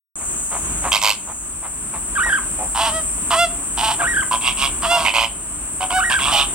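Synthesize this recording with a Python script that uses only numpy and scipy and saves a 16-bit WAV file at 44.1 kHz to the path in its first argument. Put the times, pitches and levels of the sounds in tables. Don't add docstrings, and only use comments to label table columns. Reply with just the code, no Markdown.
import sys
import numpy as np
from scipy import signal
from scipy.fft import rfft, irfft, next_fast_len
from scipy.io import wavfile
from scipy.ndimage import uniform_filter1d, map_coordinates

SR = 44100
rng = np.random.default_rng(int(sys.argv[2]) if len(sys.argv) > 2 else 0)


def materialize(psi):
    bounded = np.clip(np.atleast_2d(psi).T, -1, 1)
    quanta = np.round(bounded * 32767).astype(np.int16)
    wavfile.write(sys.argv[1], SR, quanta)


N = 288414

# f/Hz, level/dB
CHORUS_SPECTRUM = [(3530, -65), (6000, -23), (6510, -18.5), (7520, -1), (8280, -1), (8650, -3),
                   (10300, -11.5), (11300, -31), (12000, -23), (15600, -48), (22000, -120)]
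LOW_CICADA_SPECTRUM = [(5000, -43), (5900, -16), (6800, -0.5), (7400, -1.5), (7900, -1.5), (8500, -28)]
HISS_SPECTRUM = [(3000, -27), (5000, 2), (9000, 16.5), (12000, -5.5), (15800, 13)]
RUMBLE_SPECTRUM = [(12, -47), (20, -17.5), (49, 6), (90, -8.5), (305, -7.5), (405, -13.5), (500, -22),
                   (663, -14), (782, -21.5), (966, -14), (1190, -14), (1550, -17.5), (2000, -22.5),
                   (2720, -19.5), (5500, -41.5), (7150, -74), (12100, -120)]
# f/Hz, level/dB relative to the chorus
CHORUS_LINES = [(7825, -47), (7990, -12), (8346, -6), (8564, -19), (8726, -12), (8920, -12), (9330, -29)]
# t/s, relative level/dB
CHORUS_SWELL = [(0.3, -27), (2.3, -26.4), (3.1, -25), (4.3, -25.5), (4.8, -26.5), (6.5, -25)]
RUMBLE_SWELL = [(0.3, -40), (0.9, -37), (1.6, -39.5), (2.4, -39), (3.4, -36.5), (4.3, -37.5), (4.8, -37),
                (6.5, -37)]
# f/Hz, correlation
PORT_LIKENESS = [(60, 1), (500, 0.99), (1000, 0.85), (2000, 0.14), (4000, 0.43), (8000, 0.85),
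                 (13000, 0.11)]
# f/Hz, left minus right/dB
BACKGROUND_BALANCE = [(60, -2), (120, -1.5), (240, -1.5), (480, -1.5), (950, -1), (1890, -4), (3770, -1.5),
                      (7520, 2), (15000, 1.5)]
# f/Hz, lead of the left port/rad
BACKGROUND_LEAD = [(100, -0.1), (500, 0.5), (2000, -1.56), (5000, -4.5), (8000, -1.6), (14000, -0.2)]
WHISTLER_LEAD = [(1000, -1.5), (2000, -1.1), (6000, -0.71)]
FLOCK_LEAD = [(500, 0.22), (1100, -0.36), (3000, -1.02), (6000, -1.1), (14000, -1.45)]
# f/Hz, 60 dB decay time/s
PEN_DECAY = [(300, 0.43), (1200, 0.25), (3000, 0.32), (12000, 0.017)]

# t/s, f/Hz, level/dB
YODEL_TUNE = [(2.153, 1580, -23), (2.165, 1650, -14), (2.171, 1562, -16.5), (2.183, 1143, -17),
              (2.193, 1140, -13), (2.205, 1548, -16), (2.221, 1390, -13), (2.237, 1877, -15),
              (2.261, 1910, -17.5), (2.289, 1846, -19), (2.301, 1535, -15.5), (2.317, 1777, -19),
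              (2.331, 1498, -8.5), (2.345, 1674, -12.5), (2.372, 1504, -16.5)]
# t/s, gain/dB
YODEL_STARTS = [(2.153, -4), (3.994, -6), (5.962, -5)]
# f/Hz, level/dB
YODEL_THROAT = [(900, 0), (1950, 0), (2300, -15), (3100, -17), (3700, -26), (4400, -44), (5100, -31),
                (5700, -29), (6500, -50)]
GABBLE_THROAT = [(200, -20), (450, -12), (700, -1), (1100, 0), (1600, -11), (2600, -14), (3500, -23),
                 (5000, -34), (8000, -50), (12000, -80)]
RASP_THROAT = [(350, -57), (580, -9), (680, 10.5), (900, 15), (1100, 2.5), (1300, 0.5), (1550, -1),
               (2000, -18), (2600, -71)]
RASP_BEAK = [(1300, -47), (1950, -7.5), (2350, -3), (2650, 1), (3000, 6.5), (3350, 1), (3700, -3),
             (4500, -6.5), (6000, -11), (9000, -33), (13000, -18), (16000, -30)]
TONE_THROAT = [(500, 1), (700, -3.5), (1400, -4.5), (2080, -9.5), (2700, -35)]
TONE_BEAK = [(2000, -27), (2600, -8.5), (2800, 6.5), (3480, -1.5), (4170, -14.5), (4900, -8.5),
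             (5600, -15.5), (6300, -19.5), (9000, -16), (13000, -35), (16000, -12)]
GRUNT_THROAT = [(350, -45), (600, -9.5), (800, -6.5), (1040, 1), (1300, -10.5), (1700, -18), (2100, -40),
                (3000, -73)]
GRUNT_BEAK = [(1300, -70), (1850, -20), (2250, 0.5), (2650, 1), (3300, 1), (3850, -12), (4800, -11.5),
              (6000, -19.5), (8000, -17.5), (11000, -28.5), (13000, -24), (16000, -41)]
# peak t/s, half width 2 dB down/s, level/dB
GABBLES = [(0.213, 0.027, -36.5), (0.546, 0.02, -27.5), (0.864, 0.02, -23), (1.299, 0.019, -29.5),
           (1.656, 0.018, -30.5), (1.957, 0.016, -30), (2.284, 0.019, -29), (3.599, 0.053, -46),
           (4.025, 0.022, -26.5)]
# first pulse t/s, hold/s, wait before the speed-up/s, final pulse rate/Hz,
# throat level/dB, beak level/dB, throat frequency factor, breathiness
RASPS = [(2.749, 0.13, 0.041, 220, -22, -26, 1.115, 0.16), (3.307, 0.029, .016, 260, -17, -23, 1.29, 0.44),
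         (3.776, 0.13, 0.045, 219, -22, -23.5, 1.04, 0.15), (4.823, 0.029, .02, 260, -23.5, -28, 1.29, .7),
         (6.319, .07, 0.0091, 207, -22.5, -19, 0.94, 0.7)]
# crest t/s, start before the crest/s,
# hold after it/s, crest f/Hz, throat level/dB, beak level/dB, throat overtones (0-1)
CLEAR_TONES = [(2.832, 0.053, 0.056, 676, -25.5, -27.5, 0.27), (2.965, 0.068, 0.037, 646, -27, -34, 1),
               (3.418, 0.11, 0.035, 692.5, -15, -18, 0.89), (4.02, 0.028, .01, 697, -28, -43, 0.01),
               (4.338, .024, 0.0016, 1010, -20, -37, 0), (4.936, .1, 0.076, 700, -17.5, -17.5, 0.44),
               (5.832, 0.024, 0.004, 743, -22, -32, 0.08), (5.968, 0.065, 0.027, 749, -18, -26.5, 0.74)]
# first pulse t/s, attack/s, hold/s, pulse rate/Hz, throat level/dB, beak level/dB,
# resonance frequency factor, beak shelf above about 4 kHz/dB
GRUNTS = [(0.92, 0.028, 0.016, 104, -17, -11.5, 1, 5.5), (1.018, 0.03, 0.058, 104, -15, -10, .98, 9),
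          (2.591, .012, 0.039, 106, -28.5, -46, 0.77, -22), (4.314, 0.015, 0.017, 114, -20.5, -25.5, 1, 2),
          (4.413, 0.066, 0.012, 125, -24, -16.5, 1.027, -4.5),
          (4.573, 0.05, 0.032, 136, -24.5, -19, 1.05, 1), (4.913, .003, 0.065, 160, -20, -30, .96, 12),
          (4.974, 0.0036, 0.098, 158, -23, -26, 1, 7), (5.053, 0.0086, 0.034, 100, -20, -13.5, .962, -5.5),
          (5.14, 0.025, 0.075, 114, -16, -12.5, .96, -0.5),
          (5.809, 0.0022, 0.022, 96, -24.5, -28, .987, -7), (5.907, 0.0023, .015, 100, -25, -28, 0.99, -1),
          (6.101, 0.01, 0.021, 127, -26, -21.5, 1.02, -1),
          (6.191, .035, 0.031, 136, -28.5, -21.5, 1.04, -3),
          (6.256, 0.0045, 0.055, 144, -22.5, -25, 1.09, -1),
          (6.356, 0.033, 0.032, 140, -23, -16, 1.12, -4.5)]


def amp(db):
    return 10 ** (np.asarray(db) / 20)


def unit(x):
    return x / np.sqrt(np.mean(x ** 2) + 1e-20)


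def along(points, hz):
    freqs, values = np.transpose(points)
    return np.interp(np.log(np.abs(hz) + 1), np.log(freqs + 1), values)


def curves(rows, t):
    times, *columns = np.transpose(rows)
    return [np.interp(t, times, column) for column in columns]


def wobble(rate, size):
    knots = rng.standard_normal(int(size * rate / SR) + 4)
    return map_coordinates(knots, [np.arange(size) * rate / SR])


def filtered(x, response):
    n = x.shape[-1]
    padded = next_fast_len(n + 8192)
    return irfft(rfft(x, padded) * response(np.fft.rfftfreq(padded, 1 / SR)), padded)[..., :n]


def resonate(x, spectrum, tuning=1, size=2048):
    cepstrum = irfft(np.log(amp(along(spectrum, np.fft.rfftfreq(size, 1 / SR) / tuning))))
    cepstrum[1:size // 2] *= 2
    cepstrum[size // 2 + 1:] = 0
    return unit(signal.fftconvolve(x, irfft(np.exp(rfft(cepstrum))))[:len(x)])


def span(rows):
    t = np.arange(rows[0][0], rows[-1][0] + 0.0039, 1 / SR)
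    return t, np.clip(np.minimum(t - t[0], t[-1] - t) / 0.0011, 0, 1)


def contour(start, attack, hold, release_s=0.044, fall_db=19.5):
    top = start + attack
    onset_db = -269 * attack
    rows = [(start - .004, onset_db), (top, 0), (top + hold, 0), (top + hold + release_s, -fall_db)]
    t, gate = span(rows)
    return t, gate, curves(rows, t)[0]


def add(out, start, sound, right_db):
    part = out[:, round(start * SR):][:, :len(sound)]
    part += sound[:part.shape[1]] * amp([[-right_db / 2], [right_db / 2]])


def port_phase(lead, hz):
    return np.exp(1j * along(lead, hz) * np.array([[.5], [-.5]]))


def diffuse_noise(spectrum):
    def colour(hz):
        width = np.arccos(along(PORT_LIKENESS, hz)) / 2
        return amp(along(spectrum, hz)) * [np.cos(width), np.sin(width)]
    mid, side = filtered(rng.standard_normal((2, N)), colour)
    return unit(np.array([mid + side, mid - side]))


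def rumble(t):
    swell_db, = curves(RUMBLE_SWELL, t)
    return amp(swell_db + 4.5 + 1.3 * wobble(8, N)) * diffuse_noise(RUMBLE_SPECTRUM)


def chorus_line(hz):
    phase = 2 * np.pi * np.cumsum(hz * (1 + 0.00273 * wobble(90, N))) / SR
    return unit(np.sin(phase) * amp(0.35 * wobble(70, N)))


def cicadas(t, tymbal_hz=537):
    swell_db, = curves(CHORUS_SWELL, t)
    tymbal_phase = 2 * np.pi * np.cumsum(tymbal_hz * (1 + 0.0018 * wobble(90, N))) / SR
    throb = 1 + 0.11 * np.cos(tymbal_phase)
    lines = sum(amp(db) * chorus_line(hz) for hz, db in CHORUS_LINES)
    buzz = throb * (diffuse_noise(CHORUS_SPECTRUM) + lines)
    return amp(swell_db) * (buzz + amp(-14) * diffuse_noise(HISS_SPECTRUM))


def low_cicada(t, stop_s=1.4, fade_db_per_s=70):
    return amp(-30.5 - fade_db_per_s * np.maximum(t - stop_s, 0)) * diffuse_noise(LOW_CICADA_SPECTRUM)


def background():
    def ports(hz):
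        balance = amp(along(BACKGROUND_BALANCE, hz) * np.array([[.5], [-.5]]))
        return balance * port_phase(BACKGROUND_LEAD, hz)
    t = np.arange(N) / SR
    return filtered(cicadas(t) + low_cicada(t) + rumble(t), ports)


def pen_echo(x):
    hz, t, noise = signal.stft(rng.standard_normal((2, SR // 2)), SR, nperseg=256)
    apart = np.clip(hz / 5000, 0, 1)[:, None]
    noise[1] = noise[0] + (noise[1] - noise[0]) * apart
    decay = amp(-60 * t / along(PEN_DECAY, hz)[:, None])
    tail = signal.istft(noise * decay, SR, nperseg=256)[1]
    delayed = np.pad(x.mean(0), (300, 0))[None]
    return signal.fftconvolve(delayed, tail / np.linalg.norm(tail[0]), axes=1)[:, :N]


def yodels(hoarseness=.3):
    out = np.zeros((2, N))
    tune = [*YODEL_TUNE, (YODEL_TUNE[-1][0] + .018, 1005, -23.5)]
    t, gate = span(tune)
    hz, level_db = curves(tune, t)
    for start, db in YODEL_STARTS:
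        phase = 2 * np.pi * np.cumsum(hz * (1 + 0.008 * wobble(400, len(t)))) / SR
        flutter_db = 4 * wobble(218, len(t))
        rough = hoarseness * wobble(700, len(t))
        tone = 0
        for k in (1, 2, 3):
            partial_db = along(YODEL_THROAT, k * hz) + (k > 1) * flutter_db
            tone += amp(partial_db) * np.sin(k * phase + (k - .5) * rough)
        envelope = gate * amp(db + level_db + 1.3 * wobble(152.4, len(t)))
        add(out, start, envelope * unit(tone), right_db=2.5)
    return out


def rattle(t, first, rate, puff_s, air, jitter, scatter_db):
    cycles = np.cumsum(rate * (1 + jitter * wobble(120, len(t)))) / SR
    cycles -= np.interp(first, t, cycles)
    nearest = np.round(cycles).astype(int)
    strength = amp(scatter_db * rng.standard_normal(256))[nearest % 256]
    clicks = np.diff(np.floor(cycles), prepend=np.floor(cycles[0]))
    puffs = np.exp(-((cycles - nearest) / rate / puff_s) ** 2 / 2) * rng.standard_normal(len(t))
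    return strength * (unit(clicks) + air * unit(puffs))


def windpipe(x, mode_hz, reflection, spread_s):
    def response(hz):
        round_trip = 2 * np.pi * hz / mode_hz
        smear = spread_s * mode_hz * np.sin(round_trip + rng.uniform(0, 2 * np.pi))
        return np.exp(1j * smear) / (1 - reflection * np.exp(-1j * round_trip))
    return filtered(x, response)


def gabble():
    out = np.zeros((2, N))
    for peak, half, db in GABBLES:
        t = np.arange(peak - 3.8 * half, peak + 2.2 * half, 1 / SR)
        pulses = rattle(t, peak, rate=170, puff_s=.002, air=1.2, jitter=.08, scatter_db=1)
        envelope = amp(db - 2 * np.abs((t - peak) / half) ** 3)
        add(out, t[0], envelope * resonate(pulses, GABBLE_THROAT), right_db=1.5)
    return out


def honk_rasps(attack_s=0.0085, slow_hz=114, speedup_s=.005):
    out = np.zeros((2, N))
    for first, hold, wait, fast_hz, throat_db, beak_db, tuning, air in RASPS:
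        t, gate, effort_db = contour(first, attack_s, hold)
        rate = slow_hz + (fast_hz - slow_hz) * (1 + np.tanh((t - first - wait) / speedup_s)) / 2
        throat = rattle(t, first, rate, puff_s=.0012, air=air * .7, jitter=.03, scatter_db=2)
        beak = rattle(t, first, rate, puff_s=.001, air=air * 2, jitter=.04, scatter_db=2)
        beak = windpipe(beak, mode_hz=503.6, reflection=0.24, spread_s=0.002)
        add(out, t[0], gate * amp(throat_db + effort_db) * resonate(throat, RASP_THROAT, tuning), 2.3)
        add(out, t[0], gate * amp(beak_db + effort_db) * resonate(beak, RASP_BEAK), 4.5)
    return out


def clear_tones(attack_s=0.017, arch_s=.118, sag=.058, open_s=0.038, jitter=0.004):
    out = np.zeros((2, N))
    harmonics = np.arange(2, 22)[:, None]
    for crest, before, after, top_hz, throat_db, beak_db, bright in CLEAR_TONES:
        t, gate, effort_db = contour(crest - before, attack_s, before + after - attack_s)
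        hz = top_hz * (1 - sag * np.abs(np.sin(np.pi * (t - crest) / arch_s)) ** 3)
        shut = 1 - np.exp(-((t - crest) / open_s) ** 4)
        clear = bright * (1 - 0.63 * shut)
        phase = 2 * np.pi * np.cumsum(hz * (1 + jitter * (2 - clear) * wobble(316, len(t)))) / SR
        overtones = np.cos(harmonics * phase).sum(0)
        throat = resonate(np.cos(phase) + np.sqrt(clear) * overtones, TONE_THROAT)
        beak = resonate(unit(overtones) + 0.22 * rng.standard_normal(len(t)), TONE_BEAK)
        add(out, t[0], gate * amp(throat_db + effort_db - 8 * shut) * throat, right_db=1.8)
        add(out, t[0], gate * amp(beak_db + effort_db - 11 * shut) * beak, right_db=4.5)
    return out


def grunts():
    out = np.zeros((2, N))
    for first, attack, hold, rate, throat_db, beak_db, tuning, shelf_db in GRUNTS:
        t, gate, effort_db = contour(first, attack, hold)
        throat = rattle(t, first - .001, rate, puff_s=.0018, air=.6, jitter=.012, scatter_db=1)
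        beak = rattle(t, first, rate, puff_s=.0014, air=1.3, jitter=.012, scatter_db=1)
        throat = windpipe(throat, mode_hz=520 * tuning, reflection=.2, spread_s=.0011)
        beak = windpipe(beak, mode_hz=530 * tuning, reflection=.3, spread_s=.0017)
        beak_spectrum = [(hz, db + shelf_db * np.clip((hz - 3250) / 1000, 0, 1)) for hz, db in GRUNT_BEAK]
        add(out, t[0], gate * amp(throat_db + effort_db) * resonate(throat, GRUNT_THROAT, tuning), 2.6)
        add(out, t[0], gate * amp(beak_db + effort_db) * resonate(beak, beak_spectrum, tuning), 5.5)
    return out


def scene():
    flock = grunts() + honk_rasps() + clear_tones() + gabble()
    whistler = yodels()
    echoes = amp(-15) * pen_echo(flock) + amp(-12) * pen_echo(whistler)
    near = filtered(flock, lambda hz: port_phase(FLOCK_LEAD, hz))
    far = filtered(whistler, lambda hz: port_phase(WHISTLER_LEAD, hz))
    return near + far + echoes + background()


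def gain_control(x, ceiling_db=-12.5, sense_s=0.015, recover_db_per_s=7):
    power = np.abs(uniform_filter1d(x ** 2, int(sense_s * SR), axis=1)).max(0)
    over_db = np.maximum(10 * np.log10(power + 1e-12) - ceiling_db, 0)
    recovery_db = recover_db_per_s * np.arange(N) / SR
    cut_db = np.maximum.accumulate(over_db + recovery_db) - recovery_db
    return x * amp(-cut_db)


def record(dry):
    start_s, fade_s, fade_from_db, top_hz = 0.156, 0.13, -6, 15900
    age = np.arange(N) / SR - start_s
    fade = (age > 0) * amp(fade_from_db * np.clip(1 - age / fade_s, 0, 1))
    x = gain_control(dry * fade)
    x = x / (1 + np.abs(x / .95) ** 6) ** (1 / 6)
    return filtered(x, lambda hz: hz < top_hz)


dry = scene()
out = record(dry)
materialize(out)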